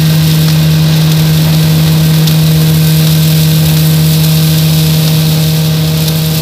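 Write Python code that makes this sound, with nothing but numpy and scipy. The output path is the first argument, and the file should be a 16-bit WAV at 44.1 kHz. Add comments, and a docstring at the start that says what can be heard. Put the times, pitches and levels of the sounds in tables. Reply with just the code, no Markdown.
"""Flail mower in an orchard

A diesel tractor pulls a mower through the grass, swells close, then slowly draws away.
Four rows of flails drone like a siren under the steel hood, shred stalks and fling the odd
stone or stick at it. Exhaust, clatter and gear whine run underneath, geared to the rotor.
The drone pushes a fast limiter."""
import sys
import numpy as np
from scipy import signal
from scipy.fft import rfft, irfft, next_fast_len
from scipy.io import wavfile
from scipy.ndimage import uniform_filter1d, minimum_filter1d

SR = 44100
rng = np.random.default_rng(int(sys.argv[2]) if len(sys.argv) > 2 else 0)


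def int16_out(signal):
    """Quantize to a 16-bit WAV file."""
    q = np.round(np.clip(np.atleast_2d(signal).T, -1, 1) * 32767)
    wavfile.write(sys.argv[1], SR, q.astype(np.int16))


N = 282681


def undb(db):
    """Decibels to gain."""
    return 10 ** (np.asarray(db) / 20)


def unit(x):
    """Scale to rms 1."""
    return x / np.sqrt(np.mean(x ** 2))


def curve(table):
    """Automation line through (time_s, value) points."""
    return np.interp(np.arange(N) / SR, *np.transpose(table))


def wander(rate_hz):
    """Smooth random drift, rms 1."""
    step = int(SR / rate_hz)
    stairs = np.repeat(rng.standard_normal(N // step + 1), step)
    return unit(uniform_filter1d(uniform_filter1d(stairs, step), step)[:N])


def colour(x, points):
    """Minimum-phase EQ through (freq_hz, gain_db) points."""
    size = next_fast_len(N + SR // 2, True) // 2 * 2
    hz, db = np.transpose(points)
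    bin_hz = np.arange(size // 2 + 1) * SR / size
    gain = undb(np.interp(np.log(bin_hz + 1), np.log(hz), db))
    cepstrum = irfft(np.log(gain))
    cepstrum[1:size // 2] *= 2
    cepstrum[size // 2 + 1:] = 0
    return irfft(rfft(x, size) * np.exp(rfft(cepstrum)))[:N]


def partials(turns, table, flutter, flutter_hz):
    """Harmonics of a rotation, each fluttering in strength and phase."""
    out = 0
    for harmonic, level_db in table:
        sway = 1 + flutter * (wander(flutter_hz) + 1j * wander(flutter_hz))
        tone = np.exp(2j * np.pi * (harmonic * turns + rng.random()))
        out += undb(level_db) * unit(np.real(sway * tone))
    return out


def clicks(per_second, spread_db):
    """Dense random impacts of unequal size."""
    hit = rng.random(N) < per_second / SR
    size = undb(spread_db * np.minimum(rng.standard_exponential(N), 5))
    return unit(hit * size * rng.choice([-1, 1], N))


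# Upper edge of the drone: harmonic of the row rate, level_db against the third
DRONE_OVERTONES = [(3, 0), (4, -3.5), (5, -12), (6, -20)]
# Hum of unequal flail rows: harmonic of the shaft rate, level_db
SHAFT_HUM = [(1, -61), (2, -38.5), (3, -32.5), (5, -42), (6, -41)]
FLAIL_ROWS = 4


def rotor(rows, t):
    """Each flail row pushes air past the hood's lip; the drone fades late, its overtones creep up."""
    # the push is sharper than the suction between rows
    drone = unit(np.cos(2 * np.pi * rows) + undb(-19.5) * np.cos(4 * np.pi * rows))
    drone_db = -7.5 - 1.6 * np.maximum(t - 4.77, 0)
    overtones = partials(rows, DRONE_OVERTONES, flutter=0.055, flutter_hz=16)
    hum = partials(rows / FLAIL_ROWS, SHAFT_HUM, flutter=0.18, flutter_hz=5)
    return drone * undb(drone_db) + overtones * undb(-34.3 + 1.17 * t) + hum


# Tone of the churned air, engine rumble included: freq_hz, gain_db
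AIR_EQ = [(20, -14), (45, -15.5), (72, -0.5), (130, 0.5), (240, -2.5), (340, -9), (440, -10.5), (530, -6.5),
          (720, -13.5), (950, -13.5), (1500, -19), (1750, -20), (4000, -18), (12000, -42.5)]
# Fader ride on the rush: time_s, level_db
AIR_RIDE = [(0, -21.5), (1.5, -19), (2.2, -21), (3.3, -21.5), (3.9, -22), (5.2, -21.2), (6.41, -20)]


def air():
    """Turbulence churned under the hood: a low, wavering rush."""
    rush = unit(colour(rng.standard_normal(N), AIR_EQ))
    return rush * undb(curve(AIR_RIDE) + 0.77 * wander(18))


# Ring of the sheet-steel hood: freq_hz, gain_db
HOOD_EQ = [(500, -31), (1450, -15), (1750, -23), (2200, -13), (2540, -5), (2900, -8), (3750, 1), (4500, -3),
           (5300, -4.5), (6600, -13), (7600, -16), (9500, -21.5), (15000, -23)]
# Sizzle of snapping grass blades: freq_hz, gain_db
SPRAY_EQ = [(2000, -17), (5000, -6), (6600, -8), (7700, -1.5), (9300, -5.5), (11000, -0.5), (13200, 1.5),
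            (14400, 1.5), (15500, -5.5)]
# Fader ride on stalks pelting the hood: time_s, level_db
STALK_RIDE = [(0, -22), (1.5, -22.5), (2.85, -23), (3.15, -20), (3.95, -22), (4.35, -19), (5.1, -19.5),
              (5.8, -21.5), (6.41, -19.5)]
# Grass intake, easing the spray in thin patches: time_s, level_db
GRASS_RIDE = [(0, -3.5), (0.35, -2), (0.9, -6.8), (1.4, -2.5), (2.4, -2.5), (3.1, 0.5), (4.4, 1.3),
              (5.4, -0.1), (5.8, -3), (6.41, 1.5)]


def shredding(rows):
    """Grass arrives in tufts; every flail row snaps some and throws the pieces at the hood."""
    # a tuft is bitten off at once and clears within milliseconds
    clear_s = 0.0079
    bites = np.abs(clicks(150, spread_db=-0.5))
    bites = signal.lfilter([1], [1, -np.exp(-1 / (clear_s * SR))], bites)
    tufts = unit(bites - bites.mean()) + 0.41 * wander(40)
    # the cut pulses with every row, and one side of the rotor bites deeper
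    sweep = np.cos(2 * np.pi * (rows - 0.08)) + 0.28 * np.cos(2 * np.pi * rows / FLAIL_ROWS)
    stalks = clicks(6500, spread_db=2.0) * undb(1.03 * tufts + 0.53 * wander(160) + 0.32 * sweep)
    spray = clicks(12000, spread_db=3.5) * undb(0.97 * tufts + 0.91 * wander(160) + 1.95 * sweep)
    patter = unit(colour(stalks, HOOD_EQ)) * undb(curve(STALK_RIDE))
    sizzle = unit(colour(spray, SPRAY_EQ)) * undb(curve(GRASS_RIDE) - 21.5)
    return patter + sizzle


# Exhaust note: harmonic of the firing rate, level_db
EXHAUST_NOTE = [(1, -25.5), (2, -33.5), (14, -48)]


def exhaust(firings):
    """Firing pulses leave the pipe as a low hum."""
    return partials(firings, EXHAUST_NOTE, flutter=0.15, flutter_hz=6)


# Resonances of the engine block: pitch_hz, width_hz, level_db
BLOCK_MODES = [(1050, 93, -44), (1594, 87, -38), (1940, 150, -40.5), (2490, 52, -43.5)]


def clatter(firings):
    """Each diesel firing kicks up a burst of noise that rings the block."""
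    knock = rng.standard_normal(N) * (0.66 + np.exp(-(firings % 1) / 0.13))
    out = np.zeros(N)
    for pitch_hz, width_hz, level_db in BLOCK_MODES:
        mode = signal.iirpeak(pitch_hz, pitch_hz / width_hz, fs=SR)
        out += undb(level_db) * unit(signal.lfilter(*mode, knock))
    return out


# Gearbox whine: harmonic of the tooth rate, level_db
GEAR_WHINE = [(2, -50), (3, -48), (5, -41), (6, -43.5), (7, -50.5), (8, -42.5)]
TEETH_PER_ROW, PINION_TEETH_PER_ROW = 1.9675, 17.56


def gearbox(rows):
    """Meshing teeth whine, with one thin tone from a faster pinion on top."""
    gears = partials(rows * TEETH_PER_ROW, GEAR_WHINE, flutter=0.4, flutter_hz=14)
    pinion = partials(rows * PINION_TEETH_PER_ROW, [(1, -44)], flutter=0.4, flutter_hz=16)
    return gears + pinion


# Woody knock of a stick on the hood: freq_hz, gain_db
WOOD_EQ = [(200, -25), (700, -8), (1300, -4), (2500, -10), (6000, -34)]
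# Stone and stick hits, crack and body set against the ring:
# start_s, level_db, crack_db, body_db, decay_s
DEBRIS_HITS = [(0.314, -12.5, -16, -25, 0.0046), (0.482, -12, -11, -4, 0.0083),
               (0.499, -15.5, -15, -9, .012), (1.116, -12, -7, -20, 0.0095), (1.5476, -14, -4, -15, .0048),
               (2.273, -6.5, -9, -25, 0.011), (2.465, -15, -10, -25, .005), (3.069, -9.5, -5, -11, .007),
               (3.432, -15, -2, -23, .0076), (3.767, -17, -16, -7, 0.014), (4.236, -14, -1, -12, 0.011),
               (5.077, -13, -20, -8, 0.0062), (6.079, -11.5, -2, -19, 0.014), (6.348, -22.5, 6, -21, 0.013)]


def strikes(t):
    """A stone or stick rattles between flails and hood for a few milliseconds."""
    # a hard contact rings mostly the hood's upper resonances
    low_cut = signal.butter(2, 3500, "high", fs=SR, output="sos")
    ring = unit(signal.sosfilt(low_cut, colour(rng.standard_normal(N), HOOD_EQ)))
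    crack = unit(colour(rng.standard_normal(N), SPRAY_EQ))
    body = unit(colour(rng.standard_normal(N), WOOD_EQ))
    out = np.zeros(N)
    for start_s, level_db, crack_db, body_db, decay_s in DEBRIS_HITS:
        age = np.clip((t - start_s) / decay_s, 0, 10)
        burst = undb(level_db) * (age > 0) * np.exp(-age ** 2)
        out += burst * (ring + crack * undb(crack_db) + body * undb(body_db))
    return out


# Rate of passing flail rows, hunting slightly under load: time_s, pitch_hz
ROW_RATE = [(0, 157.35), (0.7, 156.9), (1.9, 157.78), (3, 157.19), (3.75, 156.67), (4.55, 157.4),
            (5.4, 156.84), (6.41, 158.02)]
# Nearness of the whole rig: time_s, level_db
NEARNESS = [(0, 1), (1.6, 1), (2.4, 4.5), (4, 0.5), (5.4, -0.5), (6.41, -1.5)]
FIRINGS_PER_ROW = 0.5464


def scene():
    """Mower and tractor locked to one rotor speed, heard in mono from behind."""
    t = np.arange(N) / SR
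    rows = np.cumsum(curve(ROW_RATE)) / SR  # flail rows passed so far
    firings = rows * FIRINGS_PER_ROW
    mower = rotor(rows, t) + air() + shredding(rows) + strikes(t)
    # clatter and whine sink as the tractor moves under the trees
    under_trees = undb(2.3 - 0.84 * t)
    tractor = exhaust(firings) + (clatter(firings) + gearbox(rows)) * under_trees
    return ((mower + tractor) * undb(curve(NEARNESS)))[None]


def record(dry, ceiling=0.76, hold_s=0.0051, sense_s=0.0002):
    """A fast limiter holds the drone, so its beat with the exhaust throbs in the hiss."""
    hold = int(hold_s * SR)
    level = uniform_filter1d(np.abs(dry), int(sense_s * SR))
    gain = np.minimum(1, ceiling / (level + 1e-9))
    gain = uniform_filter1d(minimum_filter1d(gain, hold), hold)
    low_cut = signal.butter(2, 36, "high", fs=SR, output="sos")
    high_cut = signal.ellip(10, 0.05, 60, 15480, fs=SR, output="sos")
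    held = signal.sosfilt(low_cut, dry * gain)
    clipped = np.clip(held, -0.88, 0.88)  # sharp cracks slip past the limiter
    return signal.sosfiltfilt(high_cut, clipped)


dry = scene()
out = record(dry)
int16_out(out)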